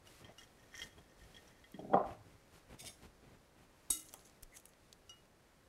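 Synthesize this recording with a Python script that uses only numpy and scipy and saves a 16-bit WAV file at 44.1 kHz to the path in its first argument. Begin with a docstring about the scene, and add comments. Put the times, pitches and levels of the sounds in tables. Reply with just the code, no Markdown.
"""In a quiet kitchen, with room tone that sinks slowly, a cook taps a ceramic bowl and tosses fries in it.
He sets the bowl on a wooden board, where it clatters to rest, then drags steel tongs off the counter.
The tongs clash on the bowl, scrape among the fries with small ticks, and leave a last ping on the rim.
His clothes rustle near the microphone throughout, dry, while bowl, board and tongs also wake the room.
Hard objects ring as damped modes; fries, scrapes and cloth are random tiny contacts, shaped in colour."""
import sys
import numpy as np
from scipy import signal
from scipy.fft import rfft, irfft, next_fast_len
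from scipy.io import wavfile
from scipy.ndimage import map_coordinates

SR = 44100
rng = np.random.default_rng(int(sys.argv[2]) if len(sys.argv) > 2 else 0)


def to_wav(sig):
    """Store sig (one row per channel, or 1-D mono) as 16-bit WAV at the path in sys.argv[1].

    Samples outside -1..1 are clipped; the rate is SR.
    """
    pcm = np.clip(np.atleast_2d(sig), -1, 1) * 32767
    pcm = np.round(pcm).astype(np.int16)
    wavfile.write(sys.argv[1], SR, pcm.T)  # frames by channels


N = 250488
TIME = np.arange(N) / SR  # seconds through the scene
AGE = np.arange(SR // 2) / SR  # seconds since one blow

# In every table level_db is a setting ahead of the mix. A gesture is full from full_s for hold_s;
# its rise_s and fall_s are the times for a tenfold change.

# Room tone, spectrum: pitch_hz, level_db
ROOM_TONE = [(12, -50.5), (20, 7.5), (141, 0.5), (240, -0.5), (308, -0.5), (554, -2), (733, -5.5),
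             (1510, -10.5), (1840, -11), (2300, -15), (3130, -22), (4140, -19.5), (15800, -32)]
AIR_DB, AIR_DB_PER_S = -66.5, -0.41  # level at the start, and its slow sinking
# Decay of the room's answer: pitch_hz, t60_s
KITCHEN_DECAY = [(150, 0.17), (700, 0.34), (3000, 0.59), (12000, 0.15)]
TOP_HZ = 15750  # band limit of the scene

# Hiss of sliding shirt and tumbling fries, spectrum: pitch_hz, level_db
SWISH_COLOUR = [(500, -6), (1000, -9), (1500, -6.5), (4000, -10.5), (10000, -14.5), (14000, -20),
                (15800, -33)]
# Low rustle of the crumpling apron, spectrum: pitch_hz, level_db
APRON_COLOUR = [(20, -17), (45, 3), (110, 2), (220, -3), (550, -9), (1500, -19), (2600, -18.5), (5400, -41),
                (10000, -55)]
# Arm movements: full_s, hold_s, shirt_db, apron_db
ARM_MOVES = [(0.065, 0.15, -61.5, -79), (0.222, 0.08, -96, -60), (0.39, 0.047, -66, -87),
             (0.63, 0.091, -72.5, -73), (0.813, 0.058, -57, -63), (0.983, 0.0091, -67, -58.5),
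             (1.188, 0.32, -67, -67), (2.068, 0.064, -64.5, -54), (2.258, 0.08, -73, -64),
             (2.538, 0.045, -63.5, -65), (2.708, 0.039, -64, -55), (2.821, 0.072, -84, -61),
             (3.034, 0.021, -61.5, -55.5), (3.24, 0.11, -74.5, -62.5), (3.583, 0.059, -71, -65),
             (4.124, 0.26, -73.5, -73.5)]
MOVE_RISE_S, MOVE_FALL_S = 0.041, 0.044  # every movement starts and dies away alike
STIR_SHIRT_DB, STIR_APRON_DB, STIR_SWING_DB = -71, -75.5, 1.5  # the cloth is never quite still

# Soft bumps of hands, bowl and board, some under the tongs' blows: start_s, level_db, pitch_hz, t60_s
SOFT_BUMPS = [(0.289, -52.5, 635, 0.14), (0.85, -57, 200, 0.11), (0.998, -60, 130, .08),
              (1.215, -55, 50.3, 0.2), (2.113, -54.5, 96, 1), (2.828, -55, 610, 0.4),
              (2.872, -65, 600, 0.18), (3.9023, -43.5, 900, 0.015), (3.901, -45.5, 40, 0.093),
              (4.138, -57, 940, 0.098), (4.429, -51.5, 27.7, 0.17)]

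# Modes of the bowl's floor, loaded with fries: pitch_hz, level_db, t60_s
BOWL_FLOOR = [(1847, 3.5, 0.094), (1940, -9.5, 0.032), (2037, -3.5, 0.084), (2900, -9.5, 0.029),
              (3240, 0.5, 0.059), (3445, -7.5, 0.0117), (5330, -12, 0.056), (5650, -3, 0.032),
              (6125, -9, 0.046), (6310, -7, 0.044), (7210, -9, 0.026), (8260, -28, 0.028)]
# Single fries landing, and other small blows that ring the bowl's floor: start_s, level_db, centre_hz
FLOOR_BLOWS = [(0.2454, -48, 3100), (0.392, -49, 4630), (0.433, -50.5, 4540), (0.7426, -43, 1750),
               (0.758, -49, 5500), (0.777, -42.5, 5800), (0.783, -49.5, 2000), (0.801, -46, 5440),
               (0.8172, -34.5, 3300), (0.824, -51.5, 1900), (0.829, -41, 3400), (0.838, -53, 7500),
               (0.856, -56, 2300), (0.925, -59, 3900), (0.981, -56, 3180), (1.215, -62, 1290),
               (1.345, -51, 3350), (1.365, -47, 3400), (1.38, -57.5, 1690), (1.477, -56.5, 5200),
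               (1.586, -64, 1410), (1.641, -52, 2570), (1.742, -50.5, 2500), (1.793, -54, 3600),
               (1.936, -45.5, 2920), (4.141, -55, 3300)]
# Shakes and tosses that tumble the fries: full_s, level_db, rise_s, hold_s, fall_s
TOSS_GESTURES = [(0.24, -72.5, 0.059, 0.1, 0.04), (0.385, -64.5, 0.0091, 0.035, 0.04),
                 (0.755, -57.5, 0.029, 0.066, 0.035), (1.35, -75, 0.028, 0.03, 0.049)]
# The bowl being carried: full_s, rise_s, hold_s, fall_s
CARRY_GESTURE = (.6, .1, .95, .35)
SHIFT_DB, SHIFT_SWING_DB = -78, 2  # fries shift while carried: level and unevenness
DROPS_PER_S, DROP_HZ, DROP_DB = 60, 3360, -4.5  # lighter fries on each part of the bowl

# Modes of bowl and board together: pitch_hz, level_db, t60_s
BOWL_ON_BOARD = [(201, -4.5, .35), (258, -5, 0.28), (310, -6.5, 0.17), (386.6, -2.5, 0.23), (511, -5.5, .2),
                 (619, 1.5, 0.17), (692, -2.5, .25), (763, -0.5, 0.21), (858, -7.5, 0.18), (934, -8, 0.3),
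                 (1041, -8.5, 0.28), (1156, -8.5, 0.23), (1338, -9.5, 0.091), (1904, -16.5, 0.049)]
# Dull knocks of bowl and board, as the foot lands and once when the tongs strike:
# start_s, level_db, centre_hz
BOARD_KNOCKS = [(1.741, -41.5, 159), (1.791, -36.5, 388), (1.821, -44, 260), (1.846, -39, 332),
                (1.873, -46, 180), (1.899, -36, 370), (1.914, -36, 397), (1.934, -19.5, 700),
                (1.9385, -24.5, 1600), (1.938, -29.5, 218), (1.9425, -15, 640), (1.950, -23.5, 545),
                (1.9595, -29, 480), (1.964, -33, 800), (1.9705, -18.5, 724), (1.987, -38, 555),
                (1.9955, -31, 920), (2.003, -31, 517), (2.0115, -28, 750), (2.0205, -38.5, 1080),
                (2.026, -37, 483), (2.039, -31.5, 900), (2.0485, -39, 750), (2.0615, -39, 750),
                (2.085, -39.5, 900), (2.107, -43, 1000), (2.122, -47.5, 850), (4.139, -49, 1800)]
# Bursts of chatter as its edge touches and as it lands: full_s, board_db, rim_db, rise_s, fall_s
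FOOT_LANDINGS = [(1.795, -48.5, -69, 0.021, 0.29), (1.944, -45, -35, 0.033, 0.11)]
# Chatter of the bowl's edge, spectrum: pitch_hz, level_db
EDGE_COLOUR = [(240, -16), (400, -2.5), (462, -31), (502, -11.5), (636, -6), (698, 6), (759, 8), (860, -4),
               (940, -10), (1040, -32), (1170, -14), (1320, -11), (1520, -36), (2200, -30), (4000, -39.5),
               (8000, -66)]
# Thud of the board, spectrum: pitch_hz, level_db
BOARD_COLOUR = [(50, -23), (100, -4.5), (200, 0), (320, 6.5), (380, -25), (460, -11.5), (600, -13),
                (800, -20), (1300, -61)]
KNOCK_SHIFT, LOAD_SHIFT = 0.0205, 0.0086  # moving contact and load detune each blow (share of pitch)
KNOCK_LOW_HZ = 157.4  # the board radiates little below this
KNOCK_T60_S, KNOCK_RING_DB = 0.029, -20.5  # most of a knock stops at once; the rest rings on

# Modes of the tongs lying down: pitch_hz, width_hz, level_db (further weighted by width)
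LYING_TONGS = [(2225, 35, -2), (2850, 28, -5), (3150, 35, -8), (3560, 32, -3), (3690, 16, -1),
               (4780, 35, -8), (5020, 28, -3), (5465, 20, 2), (5780, 25, -5), (6525, 22, 0), (8270, 35, -4),
               (8560, 25, -2), (8920, 40, -5), (9210, 25, -3), (10310, 14, 1), (12880, 40, -13),
               (14200, 50, -15)]
# Pulls that slide the tongs off the counter: full_s, level_db, rise_s, hold_s, fall_s
TONG_PULLS = [(2.8, -50.5, 0.016, 0.0053, 0.025), (2.868, -49, 0.019, 0.0044, 0.046)]
# Catches as they slide: start_s, level_db
TONG_CATCHES = [(2.794, -42.5), (2.803, -37.5), (2.812, -45), (2.828, -40.5), (2.837, -47), (2.849, -38),
                (2.856, -42), (2.862, -44), (2.869, -36), (2.874, -35.5), (2.881, -36)]
JINGLE_HZ, JINGLE_T60_S, JINGLE_DB = (2056, 9920), 0.037, -10  # other short partials of each catch
# Clatter of the sliding tongs, spectrum: pitch_hz, level_db
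CLATTER_COLOUR = [(1400, -22), (2000, 2.0), (3700, 7.0), (4400, 0.0), (5500, 9), (7300, 4),
                  (9000, 7.5), (15000, -5.5)]

# Strokes of the tips through the fries: full_s, level_db, rise_s, hold_s, fall_s
DIG_STROKES = [(4.07, -67, 0.17, 0.11, 0.037), (4.195, -71.5, .015, .025, 0.06),
               (4.255, -61, 0.0099, 0.011, 0.03), (4.555, -58.5, 0.031, 0.014, 0.055),
               (4.665, -69, 0.027, 0.018, 0.069)]
# Sharp little touches on the bowl, damped by the fries: start_s, level_db, centre_hz
BOWL_TICKS = [(0.476, -51, 3900), (1.720, -44.5, 11500), (3.026, -51, 2800), (3.918, -29.5, 9000),
              (3.995, -40, 7500), (4.030, -46, 8500), (4.066, -44, 10500), (4.087, -41, 6000),
              (4.093, -37, 6140), (4.125, -49, 4500), (4.130, -42, 6950), (4.139, -29, 9600),
              (4.193, -43.5, 4500), (4.211, -50, 5040), (4.252, -45, 6060), (4.265, -52, 6000),
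              (4.275, -52, 5000), (4.297, -49, 5700), (4.426, -43, 9750), (4.4312, -33.5, 10100),
              (4.434, -37.5, 7400), (4.556, -56, 7580), (4.572, -35, 6550), (4.569, -34, 9600),
              (4.599, -43, 10600), (4.6554, -36.5, 9200), (4.69, -49, 11500), (4.735, -51, 4500),
              (4.928, -36, 5900), (5.184, -61, 8540), (5.255, -56.5, 5470)]
# Scrape of the tips, spectrum: pitch_hz, level_db
SCRAPE_COLOUR = [(500, 10), (2000, 3.0), (6000, 3.0), (11000, 4.0), (15800, -15.0)]

# Light taps on the rim: start_s, level_db, centre_hz, damping_t60_s
RIM_TAPS = [(0.0715, -4, 1790, 0.058), (0.383, -0.5, 1580, 0.094), (5.0939, -1, 3140, 0.54)]
DAMPING_AT_HZ = 2900  # where that damping holds; higher modes die sooner
# Modes of the bowl's rim: pitch_hz, t60_s, clash_db, tap_db
BOWL_RIM = [(316, .6, -54, -75), (766, .2, -66, -75), (1346, .45, -57, -62), (2063, .42, -56, -71),
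            (2887, .4, -52, -49), (3799, .21, -40, -64), (4761, .18, -49, -59), (5660, .07, -56, -54),
            (5735, .09, -55, -49), (6072, .17, -52, -56), (7291, .22, -54, -62), (8450, .12, -52, -61),
            (9803, .2, -60, -69), (11283, .15, -58, -62)]
# Modes of the steel tips: pitch_hz, t60_s, buzz_db on the bowl, free_db ringing
TONG_TIPS = [(3530, .3, -60, -61), (4400, .26, -54, -58), (5590, .19, -53, -52), (6550, .24, -52, -49),
             (6750, .21, -42, -47), (7090, .3, -53, -56), (7730, .18, -52, -51), (8058, .27, -37, -45),
             (8525, .22, -30, -45), (8640, .2, -40, -49), (9208, .19, -50, -47), (9610, .22, -46, -53),
             (9790, .24, -41, -49), (9900, .2, -43, -50), (10250, .2, -38, -52), (10360, .33, -44, -53),
             (11083, .22, -43, -48), (11285, .24, -44, -47), (11760, .24, -50, -53), (12380, .28, -45, -57),
             (12640, .2, -53, -55), (12900, .2, -45, -54), (14230, .24, -56, -57), (14550, .25, -48, -61)]
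# Crowd of weaker steel modes, spectrum: pitch_hz, level_db
STEEL_COLOUR = [(150, -30), (300, 10), (500, -28), (1600, -17), (2300, -9), (4400, -5), (5100, -1),
                (6600, 7.5), (7400, 0), (8500, 9.5), (8900, -4), (9800, 8), (10800, 6), (11300, 0.5),
                (15800, -6)]
CLASH_S = 3.9005  # the tongs land on the bowl
RATTLE_PER_S, RATTLE_SWING_DB = 110, 2.5  # and rattle unevenly afterwards


def amp(db):
    """Decibels to gain."""
    return 10 ** (np.asarray(db) / 20)


def unit(x):
    """x at rms 1."""
    return x / np.sqrt(np.mean(x ** 2) + 1e-20)


def crest(x):
    """x at peak 1."""
    return x / np.abs(x).max()


def along(points, hz):
    """Interpolate (pitch_hz, value) points on a log frequency axis."""
    f, v = np.transpose(points)
    return np.interp(np.log(hz + 1), np.log(f + 1), v)


def filtered(x, response):
    """x times a response of frequency."""
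    size = next_fast_len(len(x) + SR // 4)
    gain = response(np.fft.rfftfreq(size, 1 / SR))
    return irfft(rfft(x, size) * gain, size)[:len(x)]


def coloured(x, spectrum):
    """x with a (pitch_hz, level_db) spectrum, at rms 1."""
    return unit(filtered(x, lambda hz: amp(along(spectrum, hz))))


def grains(rate, spread_db):
    """Random tiny contacts of uneven size, rate a second on average, at rms 1."""
    size_db = spread_db * np.clip(rng.standard_normal(N), -2, 2)
    hits = rng.random(N) < rate / SR
    return unit(hits * rng.choice([-1, 1], N) * amp(size_db))


def fade(t60):
    """An exponential decay by 60 dB in t60 seconds."""
    return amp(-60 * AGE / max(t60, 1e-3))


def hiss():
    """White noise as long as one blow."""
    return rng.standard_normal(len(AGE))


def favour(hz, centre_hz, octaves):
    """A contact drives the octaves round its centre best."""
    return np.exp(-.5 * (np.log2((hz + 1) / centre_hz) / octaves) ** 2)


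def ring(modes, centre_hz, octaves, scatter, shift=0):
    """Damped modes at new strengths and, given a shift, new pitches for each blow, at peak 1."""
    total = np.zeros(len(AGE))
    for k, (hz, db, t60) in enumerate(modes):
        strength = amp(db) * np.exp(scatter * rng.standard_normal()) * favour(hz, centre_hz, octaves)
        pitch = hz * (1 + shift * rng.standard_normal())
        total += (-1) ** k * strength * fade(t60) * np.sin(2 * np.pi * pitch * AGE)
    return crest(total)


def partial(hz, t60):
    """One dying mode, begun at any phase."""
    return fade(t60) * np.sin(2 * np.pi * (hz * AGE + rng.random()))


def twins(hz, t60, split_hz, twin_db):
    """Tongs and bowl are not quite symmetric, so each mode is a beating pair."""
    twin_hz = hz + split_hz * rng.choice([-1, 1]) * (.5 + rng.random())
    return partial(hz, t60) + amp(twin_db) * partial(twin_hz, t60)


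def add(track, s, sound):
    """Mix a sound into the track at s seconds."""
    part = track[round(s * SR):][:len(sound)]
    part += sound[:len(part)]


def through(force, body):
    """A force rings a body of unit energy."""
    return signal.fftconvolve(force, body / np.linalg.norm(body))[:N]


def swell(s, rise, hold, fall):
    """An envelope full from s for hold seconds; rise and fall are the times for a tenfold change."""
    early, late = np.maximum(s - TIME, 0), np.maximum(TIME - s - hold, 0)
    return 10 ** -np.minimum(early / rise + late / fall, 10)


def strokes(rows):
    """The summed envelope of (full_s, level_db, rise_s, hold_s, fall_s) gestures."""
    return sum(amp(db) * swell(s, rise, hold, fall) for s, db, rise, hold, fall in rows)


def wobble(rate):
    """A smooth random curve, rate knots a second."""
    return map_coordinates(rng.standard_normal(256), [TIME * rate], mode="wrap")


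def room_tone():
    """Steady coloured noise of the quiet room, sinking slowly."""
    return amp(AIR_DB + AIR_DB_PER_S * TIME) * coloured(rng.standard_normal(N), ROOM_TONE)


def kitchen(x):
    """Each frequency of the room's answer dies at its own speed."""
    hz, t, z = signal.stft(hiss(), SR, nperseg=256)
    decay = amp(-60 * t / along(KITCHEN_DECAY, hz)[:, None])
    tail = signal.istft(z * decay, SR, nperseg=256)[1][:len(AGE)]
    return through(x, tail * (1 - fade(0.017)))


def clothes():
    """Fibres hiss as the shirt slides; folds of the apron crumple with a low rustle."""
    stir = amp(STIR_SWING_DB * wobble(6.8))
    sliding, folding = amp(STIR_SHIRT_DB) * stir, amp(STIR_APRON_DB) * stir
    for s, hold, shirt_db, apron_db in ARM_MOVES:
        move = swell(s, MOVE_RISE_S, hold, MOVE_FALL_S)
        sliding = np.hypot(sliding, amp(shirt_db) * move)
        folding = np.hypot(folding, amp(apron_db) * move)
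    shirt = coloured(grains(9000, spread_db=3), SWISH_COLOUR)
    apron = coloured(grains(1100, spread_db=1.5), APRON_COLOUR)
    return amp(-3.5) * sliding * shirt + folding * apron


def bumps():
    """Dull pushes with one broad resonance, some under the tongs' blows."""
    out = np.zeros(N)
    for s, db, hz, t60 in SOFT_BUMPS:
        push = filtered(hiss(), lambda f: favour(f, hz, octaves=0.25))
        add(out, s, amp(db) * crest(push * fade(t60) * (1 - fade(0.0053))))
    return out


def fries():
    """Soft fries tumble, and they and other small blows ring the bowl's floor, damped by the load."""
    out = np.zeros(N)
    for s, db, hz in FLOOR_BLOWS:
        crunch = crest(filtered(hiss(), lambda f: favour(f, hz, octaves=0.92)) * fade(0.097))
        tone = ring(BOWL_FLOOR, hz, octaves=.45, scatter=.3, shift=LOAD_SHIFT)
        add(out, s, amp(db) * (tone + amp(-11) * crunch))
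    carried = amp(SHIFT_DB + SHIFT_SWING_DB * wobble(5.93)) * swell(*CARRY_GESTURE)
    motion = strokes(TOSS_GESTURES) + carried
    tumble = coloured(grains(700, spread_db=9.5), SWISH_COLOUR) * motion
    drops = np.zeros(N)
    for place in range(4):  # each part of the bowl answers differently
        force = grains(DROPS_PER_S, spread_db=7.5) * motion
        drops += through(force, ring(BOWL_FLOOR, DROP_HZ, octaves=1.1, scatter=.4, shift=LOAD_SHIFT))
    return out + amp(DROP_DB) * drops + amp(-6) * tumble


def bowl_on_board():
    """Bowl and board knock dully and the foot chatters as it lands; soft contacts hold no treble."""
    out = np.zeros(N)
    held = (fade(KNOCK_T60_S) + amp(KNOCK_RING_DB)) * (1 - fade(0.012))
    for s, db, centre_hz in BOARD_KNOCKS:
        modes = np.zeros(len(AGE))
        for hz, level, t60 in BOWL_ON_BOARD:
            strength = amp(level + rng.normal(0, 1.5)) * favour(hz, centre_hz, octaves=0.88)
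            pitch = hz * (1 + KNOCK_SHIFT * rng.standard_normal())
            modes += strength * fade(t60) * np.sin(2 * np.pi * pitch * AGE)
        band_hz = [KNOCK_LOW_HZ, KNOCK_LOW_HZ + 1.6 * centre_hz]
        contact = signal.butter(4, band_hz, "band", fs=SR, output="sos")
        add(out, s, amp(db) * crest(signal.sosfilt(contact, modes * held)))
    board = coloured(grains(1500, spread_db=1), BOARD_COLOUR)
    edge = coloured(grains(2500, spread_db=1), EDGE_COLOUR)
    for s, board_db, rim_db, rise, fall in FOOT_LANDINGS:
        out += swell(s, rise, 0, fall) * (amp(board_db) * board + amp(rim_db) * edge)
    return out


def pick_up():
    """The tongs rasp over the counter and ring on after each catch; every catch clatters differently."""
    body = np.zeros(len(AGE))
    for hz, width, db in LYING_TONGS:
        tone = np.sin(2 * np.pi * (hz * AGE + rng.random()))
        body += amp(db) * width * np.exp(-np.pi * abs(width) * AGE) * tone  # a wider mode dies sooner
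    pull, jingles = strokes(TONG_PULLS), np.zeros(N)
    force = amp(-1.0) * pull * grains(700, spread_db=10.0)
    clatter = amp(-7.0) * pull * grains(3900, spread_db=9.0)
    for s, db in TONG_CATCHES:
        add(force, s, [amp(db + 5.5)])
        pitches = np.geomspace(*JINGLE_HZ, num=16) * np.exp(rng.normal(0, .05, 16))
        jingle = sum(amp(rng.normal(0, 4)) * partial(hz, JINGLE_T60_S) for hz in pitches)
        add(jingles, s, amp(db + JINGLE_DB) * crest(jingle))
        add(clatter, s, amp(db - 14.0) * hiss() * (fade(0.012) + amp(-19.0) * fade(0.47)))
    rattle = filtered(clatter, lambda hz: amp(along(CLATTER_COLOUR, hz)))
    return through(force, body) + jingles + rattle


def ticks_and_scrapes():
    """Sharp little touches tick on the bowl; later the tips scrape and squeak among the fries."""
    scrape = coloured(grains(2200, spread_db=5.5), SCRAPE_COLOUR)
    # each tiny slip rings for a moment
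    out = through(strokes(DIG_STROKES) * scrape, hiss() * fade(0.0036))
    for s, db, hz in BOWL_TICKS:
        # a narrow colour of its own over a broad, weaker one
        crack = filtered(hiss(), lambda f: favour(f, hz, octaves=.45) + amp(-8) * favour(f, 2500, octaves=1.4))
        crack = crack * (fade(.01) + amp(-24) * fade(.06))
        dish = ring(BOWL_FLOOR, hz, octaves=.8, scatter=.5)
        add(out, s, amp(db - 5.5) * (crest(crack) + amp(-18.5) * dish))
    squeak = unit(filtered(grains(650, spread_db=4.0), lambda f: favour(f, 2030, octaves=0.11)))
    moment = np.exp(-.5 * ((TIME - 4.545) / 0.013) ** 2)
    return out + amp(-61.5) * squeak * moment


def taps():
    """Light taps ping the rim; the hand and the fries damp its high modes most."""
    out = np.zeros(N)
    for s, db, centre_hz, damping in RIM_TAPS:
        tone = np.zeros(len(AGE))
        for hz, t60, _, level in BOWL_RIM:
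            pair = twins(hz, t60, split_hz=45, twin_db=-54) * fade(damping * DAMPING_AT_HZ / hz)
            tone += amp(level) * favour(hz, centre_hz, octaves=1.86) * pair
        click = coloured(hiss(), STEEL_COLOUR) * fade(0.035)
        add(out, s, amp(db) * (tone + amp(-60) * click) * (1 - fade(.0025)))
    return out


def clash():
    """The tips buzz on the bowl for a few milliseconds, then steel and rim ring on with a fine rattle."""
    out = np.zeros(N)
    buzz = np.exp(-((AGE - .0066) / .004) ** 2)
    forced = sum(amp(db) * partial(hz, 0.66) for hz, _, db, _ in TONG_TIPS)
    tips = sum(amp(db) * twins(hz, t60, split_hz=42, twin_db=-15) for hz, t60, _, db in TONG_TIPS)
    rim = sum(amp(db) * twins(hz, t60, split_hz=25.8, twin_db=-5.0) for hz, t60, db, _ in BOWL_RIM)
    shake = amp(RATTLE_SWING_DB * wobble(RATTLE_PER_S)[:len(AGE)])
    rattle = shake * (amp(-44.0) * fade(0.24) + amp(-46.0) * fade(0.49))
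    contacts = grains(3500, spread_db=2)[:len(AGE)]
    crowd = coloured(contacts, STEEL_COLOUR) * (amp(-33.5) * buzz + rattle)
    blow = amp(6.5) * forced * buzz + amp(6.0) * tips + amp(-1.8) * rim + crowd
    add(out, CLASH_S, blow * (1 - fade(0.039)))
    return out


def scene():
    """All sources over the room tone; wood and bright sounds also wake the room, cloth and bumps stay dry."""
    wood = bowl_on_board()
    bright = fries() + pick_up() + clash() + taps() + ticks_and_scrapes()
    answer = kitchen(amp(-13.0) * wood + amp(-25.5) * bright)
    return (wood + bright + answer + bumps() + clothes() + room_tone())[None]


def record(dry):
    """Nothing is kept above the band limit."""
    return filtered(dry[0], lambda hz: hz < TOP_HZ)[None]


dry = scene()
out = record(dry)
to_wav(out)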